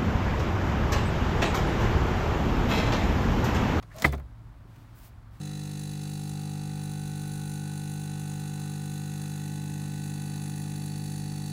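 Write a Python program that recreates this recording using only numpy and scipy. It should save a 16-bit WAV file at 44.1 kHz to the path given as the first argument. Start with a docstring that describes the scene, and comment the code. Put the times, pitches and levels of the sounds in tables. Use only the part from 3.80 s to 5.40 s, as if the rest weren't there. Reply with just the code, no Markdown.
"""A low rumble fills a quiet car as, close by, the glove compartment clicks and falls open.
The plastic lid scrapes and groans on its way down, and the latch clicks sharply.
The lid knocks against its stop, ringing the box behind it, then booms and rebounds while
loose parts rattle. The cabin adds a short echo. Afterwards a sleeve rustles faintly."""
import sys
import numpy as np
from scipy import signal
from scipy.fft import rfft, irfft
from scipy.io import wavfile

SR = 44100
rng = np.random.default_rng(int(sys.argv[2]) if len(sys.argv) > 2 else 0)


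def master_out(mix):
    """Clip the mix to full scale and print it as 16-bit PCM to the path in sys.argv[1]."""
    frames = np.transpose(np.atleast_2d(mix))
    ceiling = np.clip(frames, -1, 1)
    pcm = np.round(ceiling * 32767).astype(np.int16)
    wavfile.write(sys.argv[1], SR, pcm)


N = 70560  # 1.6 seconds

# The cabin's rumble. Each row: frequency in Hz, strength in dB.
CABIN_COLOUR = [(15, -37), (27, -10), (40, 6.5), (75, -1), (92, -9), (113, -0.5), (140, -5), (200, -13),
                (300, -15.5), (430, -27.5), (700, -23), (1250, -24.5), (2700, -38), (4200, -40.5),
                (6000, -47), (15500, -51)]
# How fast the hum wavers. Each row: rate in Hz, strength in dB.
HUM_WAVER_RATES = [(1, 0), (12, 0), (40, -40), (1000, -100)]
CABIN_DB, HUM_DB, HUM_HZ, HUM_WAVER_HZ = -49, -52, 112.3, 5

# Latch and hinge clicks. Each row: start in seconds, level in dB, brightness in dB per octave.
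LATCH_CLICKS = [(0.026, -48, -1), (0.1637, -42, 11), (.184, -40, 1.5), (.1975, -39, 7), (0.221, -26, 2.5),
                (0.2233, -36.5, -3.5), (0.2627, -35, 1.5), (0.3214, -44, 7), (0.3242, -35.5, 12),
                (0.349, -49, 5), (0.3772, -51, 8), (0.3965, -52, 10.5)]
# The tone of a click. Each row: frequency in Hz, strength in dB, seconds to fade by 60 dB.
LATCH_BANDS = [(247.24, -5.5, 0.15), (1100, 0.5, 0.045), (2130, -0.5, 0.041), (2780, -6, 0.033),
               (4100, -2, 0.04), (6700, -1, 0.028), (9970, -18.5, 0.057), (15552, -10.5, 0.025)]

# Blows on the lid: latch, hard stop, rebound, last taps. Each row: start in seconds,
# lid level in dB, box level in dB, panel level in dB, brightness in dB per octave.
LID_BLOWS = [(.0278, -54, -48.5, -49, 2), (0.224, -30, -66, -41.5, -1.5), (0.228, -47.5, -67, -57, -9),
             (0.2437, -12, -42, -20, 1), (0.2475, -4, -32, -19, 1), (0.3268, -31, -67, -38.5, -1.5),
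             (0.332, -39.5, -35.5, -36, 1), (0.335, -37.5, -37.5, -46.5, -4.5),
             (0.3396, -40, -44.5, -40, -2.5), (0.3451, -48.5, -48, -37.5, -2.5),
             (0.3802, -57, -48, -48, -0.5), (.3991, -51, -47, -49.5, -1.5), (0.851, -70, -67, -56, -7.5)]
# The plastic lid's ringing notes. Each row: pitch in Hz, level in dB, seconds to fade by 60 dB.
LID_NOTES = [(179.87, -8.5, 0.052), (231, -5.5, 0.032), (335.4, -8, .045), (684, -11.5, 0.05),
             (1223.6, -9, 0.03), (1477, -20, 0.022), (1741, -8.5, 0.031), (2010, 3.5, 0.021),
             (2135, -12.5, .035), (2260, -14.5, 0.044), (2532, -16.5, 0.023), (3070, -23, 0.036),
             (3510, -39.5, 0.24)]
# The storage box's hollow notes. Each row: pitch in Hz, level in dB, seconds to fade by 60 dB.
BOX_NOTES = [(395.65, -4.5, 0.056), (565, -3, 0.041), (683, -9.5, .065), (801, -18.5, .065),
             (1030.5, -5, .05), (1371.7, -5.5, .05)]
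BOX_DETUNE = 0.029  # each blow shifts the box's notes by about this share
# Clattering dashboard panels. Each row: frequency in Hz, strength in dB, seconds to fade by 60 dB.
CLATTER_BANDS = [(105, -5, 0.26), (204, 5, 0.11), (348.3, -7, 0.21746), (719.89, -1, 0.095),
                 (1410, -8.5, 0.078), (2201, -6.5, .05), (2720, -11.5, 0.029), (4500, -21.5, 0.0974),
                 (6124.1, -38, .09), (8060, -30, .08), (15500, -38.5, .08)]

# The lid rubbing as it falls and rebounds. Each row: time in seconds, level in dB.
SCRAPE_LEVELS = [(0.049, -69), (.1, -64), (.17, -48.5), (.21, -45), (.243, -40), (.285, -45.5), (.31, -57),
                 (.335, -56.5), (.37, -65)]
# The tone of that rubbing. Each row: frequency in Hz, strength in dB.
SCRAPE_COLOUR = [(80, -8.5), (140, 7), (350, -5), (650, -8), (1000, -2.5), (2000, -11), (2700, -13),
                 (7000, -17), (15500, -26.5)]
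# Groans of rubbing plastic. Each row: start in seconds, length in seconds, starting pitch in Hz,
# level in dB, roughness from 0 to 1.
PLASTIC_GROANS = [(0.1, 0.045, 1842, -56, .95), (0.134, 0.11, 617.4, -45, 0.5)]
GROAN_OCTAVES_PER_S, RASP_WIDTH = 1.2, .14  # upward glide; width as a share of the pitch

# The open lid's boom before it slows and sinks.
# Each row: pitch in Hz, level in dB, seconds to fade by 60 dB.
BOOM_NOTES = [(55.8, -37, .9), (71.27, -21.5, .66), (115.7, -32.5, 0.45), (142.9, -26, .45)]
# How fast the boom shudders. Each row: rate in Hz, strength in dB.
SHUDDER_RATES = [(1, -10), (30, 0), (80, -30), (1000, -100)]
BOOM_START_S, BOOM_HALF_PITCH_S, SHUDDER_DEPTH = .2528, .68, .18

# Loose latch parts rattling. Each row: start in seconds, level in dB, seconds to fade by 60 dB.
RATTLES = [(.256, -41, .16), (.337, -58, 0.11)]
# The tone of the rattle. Each row: frequency in Hz, strength in dB.
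RATTLE_COLOUR = [(900, -16.5), (2300, 1.5), (5500, -8), (15500, -14)]

# Strokes of the sleeve. Each row: start in seconds, length in seconds, level in dB,
# brightness in dB per octave.
SLEEVE_STROKES = [(0.851, 0.26, -65.5, -2.5), (.956, 0.015, -59.5, -3.5), (1.002, 0.41, -65, -3.5),
                  (1.141, 0.089, -56.5, 4), (1.197, 0.11, -55.5, 2), (1.502, 0.11646, -65.5, -2)]
# The tone of rubbing cloth. Each row: frequency in Hz, strength in dB.
CLOTH_COLOUR = [(300, -8), (1100, 4.5), (2500, 2.5), (4200, -0.5), (7500, -2.5), (11000, -3), (15500, 1)]

ECHO_DB, ECHO_FADE_S, ECHO_DELAY_S = -29, 0.24, 0.0027
LOW_CUT_HZ, HIGH_CUT_HZ = 30, 15950


def amp(db):
    """Turns decibels into a number to multiply by."""
    return 10 ** (np.asarray(db) / 20)


def unit(x):
    """Scales a sound to an average power of 1."""
    return x / np.sqrt(np.mean(x ** 2) + 1e-20)


def fade(t, fade_s):
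    """A curve that falls by 60 dB in fade_s seconds."""
    return np.exp(-np.log(1000) * t / fade_s)


def add(mix, start, sound):
    """Mixes a sound in at a start time in seconds."""
    part = mix[max(round(start * SR), 0):][:len(sound)]
    part += sound[:len(part)]


def tilt(hz, brightness):
    """Tips the balance of bass and treble around 2000 Hz, in dB per octave."""
    return amp(brightness * np.log2(np.maximum(hz, 250) / 2000))


def colour(x, points, brightness=0):
    """Shapes a sound's lows and highs from a table, at an average power of 1."""
    hz = np.fft.rfftfreq(len(x), 1 / SR)
    point_hz, db = np.transpose(points)[:2]
    gain = amp(np.interp(np.log(hz + 1), np.log(point_hz), db))
    return unit(irfft(rfft(x) * gain * tilt(hz, brightness), len(x)))


def burst(bands, brightness, rise_s):
    """Noise like countless tiny rings struck at once; each band fades at its own speed."""
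    t = np.arange(SR // 2) / SR
    hz = np.fft.rfftfreq(len(t), 1 / SR)
    spectrum = rfft(colour(rng.choice([-1., 1.], len(t)), bands, brightness))
    band_hz, _, fade_times = np.transpose(bands)
    out = np.zeros(len(t))
    for one_band, fade_s in zip(np.eye(len(bands)), fade_times):
        share = np.interp(np.log(hz + 1), np.log(band_hz), one_band)
        out += irfft(spectrum * share, len(t)) * fade(t, fade_s)
    return out * (1 - np.exp(-t / rise_s))


def ring(notes, brightness, rise_s):
    """A struck part rings with a few pure notes that die away."""
    t = np.arange(SR) / SR
    out = sum(amp(db) * tilt(hz, brightness) * fade(t, fade_s) * np.sin(2 * np.pi * hz * t)
              for hz, db, fade_s in notes)
    return out * (1 - np.exp(-t / rise_s))


def grains(per_s, spread_db):
    """Tiny slips of uneven size at random moments."""
    size = amp(spread_db * np.minimum(rng.exponential(1, N), 4))
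    return size * rng.choice([-1., 1.], N) * (rng.random(N) < per_s / SR)


def cabin():
    """Steady low rumble, a wavering hum and faint hiss inside the car."""
    hum_hz = HUM_HZ + HUM_WAVER_HZ * colour(rng.standard_normal(N), HUM_WAVER_RATES)
    hum = unit(np.sin(2 * np.pi * np.cumsum(hum_hz) / SR))
    rumble = colour(rng.standard_normal(N), CABIN_COLOUR)
    return amp(CABIN_DB) * rumble + amp(HUM_DB) * hum


def latch():
    """The latch and hinge give sharp, dry clicks."""
    out = np.zeros(N)
    for start, db, brightness in LATCH_CLICKS:
        add(out, start, amp(db) * burst(LATCH_BANDS, brightness, rise_s=.0002))
    return out


def lid_knocks():
    """Each blow rings the lid and the box behind it and shakes the panels."""
    out = np.zeros(N)
    for start, lid_db, box_db, panel_db, brightness in LID_BLOWS:
        box = [(hz * (1 + BOX_DETUNE * rng.standard_normal()), db, fade_s)
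               for hz, db, fade_s in BOX_NOTES]
        add(out, start, amp(lid_db) * ring(LID_NOTES, brightness, rise_s=0.0015))
        add(out, start, amp(box_db) * ring(box, brightness, rise_s=0.00051))
        add(out, start, amp(panel_db) * burst(CLATTER_BANDS, brightness, rise_s=0.00039))
    return out


def cabin_echo(x):
    """Sound bounces off the trim and the footwell and dies quickly in the padded cabin."""
    t = np.arange(SR // 2) / SR
    tail = rng.standard_normal(len(t)) * fade(t, ECHO_FADE_S) * (t > ECHO_DELAY_S)
    return amp(ECHO_DB) * signal.fftconvolve(x, tail / np.linalg.norm(tail))[:N]


def lid_scrape():
    """Plastic slips on plastic, harder as the lid falls, and groans briefly with rising pitch."""
    slips = grains(per_s=3500, spread_db=2.5)
    times, levels = np.transpose(SCRAPE_LEVELS)
    scrape_db = np.interp(np.arange(N) / SR, times, levels, left=-np.inf, right=-np.inf)
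    out = amp(scrape_db) * colour(slips, SCRAPE_COLOUR)
    hz = np.fft.rfftfreq(N, 1 / SR)
    for start, length, pitch_hz, db, rough in PLASTIC_GROANS:
        t = np.arange(int(length * SR)) / SR
        rising_hz = pitch_hz * 2 ** (GROAN_OCTAVES_PER_S * t)
        tone = np.sin(2 * np.pi * np.cumsum(rising_hz) / SR)
        # The rasp is the part of the slips near the starting pitch.
        off_pitch = (hz / pitch_hz - 1) / RASP_WIDTH
        rasp = irfft(rfft(slips) / (1 + 1j * off_pitch) ** 2, N)[:len(t)]
        groan = unit((1 - rough) * unit(tone) + rough * unit(rasp))
        add(out, start, amp(db) * np.sin(np.pi * t / length) * groan)
    return out


def lid_boom():
    """The lid's weight swings on its stop: a low boom that shudders and sinks in pitch."""
    out, t = np.zeros(N), np.arange(SR) / SR
    slowing_time = BOOM_HALF_PITCH_S * np.arctan(t / BOOM_HALF_PITCH_S)
    boom = np.interp(slowing_time, t, ring(BOOM_NOTES, brightness=0, rise_s=0.0056))
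    shudder = 1 + SHUDDER_DEPTH * colour(rng.standard_normal(SR), SHUDDER_RATES)
    add(out, BOOM_START_S, boom * shudder)
    return out


def latch_rattle():
    """After a blow, loose parts tick at random, ever more softly."""
    out, t = np.zeros(N), np.arange(N) / SR
    tick = rng.standard_normal(N) * np.exp(-t / .0006)  # one tiny snap of noise
    for start, db, fade_s in RATTLES:
        ticks = signal.fftconvolve(grains(per_s=990, spread_db=4), tick)[:N]
        add(out, start, amp(db) * fade(t, fade_s) * colour(ticks, RATTLE_COLOUR))
    return out


def sleeve():
    """Thousands of tiny cloth rubs blend into soft strokes that swell and fade."""
    out = np.zeros(N)
    for start, length, db, brightness in SLEEVE_STROKES:
        swell = np.sin(np.linspace(0, np.pi, int(length * SR)))
        rubs = colour(grains(per_s=12000, spread_db=3), CLOTH_COLOUR, brightness)
        add(out, start, amp(db) * swell * rubs[:len(swell)])
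    return out


def scene():
    """Adds all the sounds into one channel; only the glove compartment gets an echo."""
    compartment = latch() + lid_knocks() + lid_boom() + latch_rattle() + lid_scrape()
    return (compartment + cabin_echo(compartment) + sleeve() + cabin())[None]


def record(dry):
    """Trims away the deepest bass and the highest treble."""
    low_cut = signal.butter(2, LOW_CUT_HZ, "high", fs=SR, output="sos")
    high_cut = signal.firwin(511, HIGH_CUT_HZ, window=("kaiser", 9), fs=SR)
    return signal.oaconvolve(signal.sosfilt(low_cut, dry), high_cut[None], "same")


dry = scene()
out = record(dry)
master_out(out)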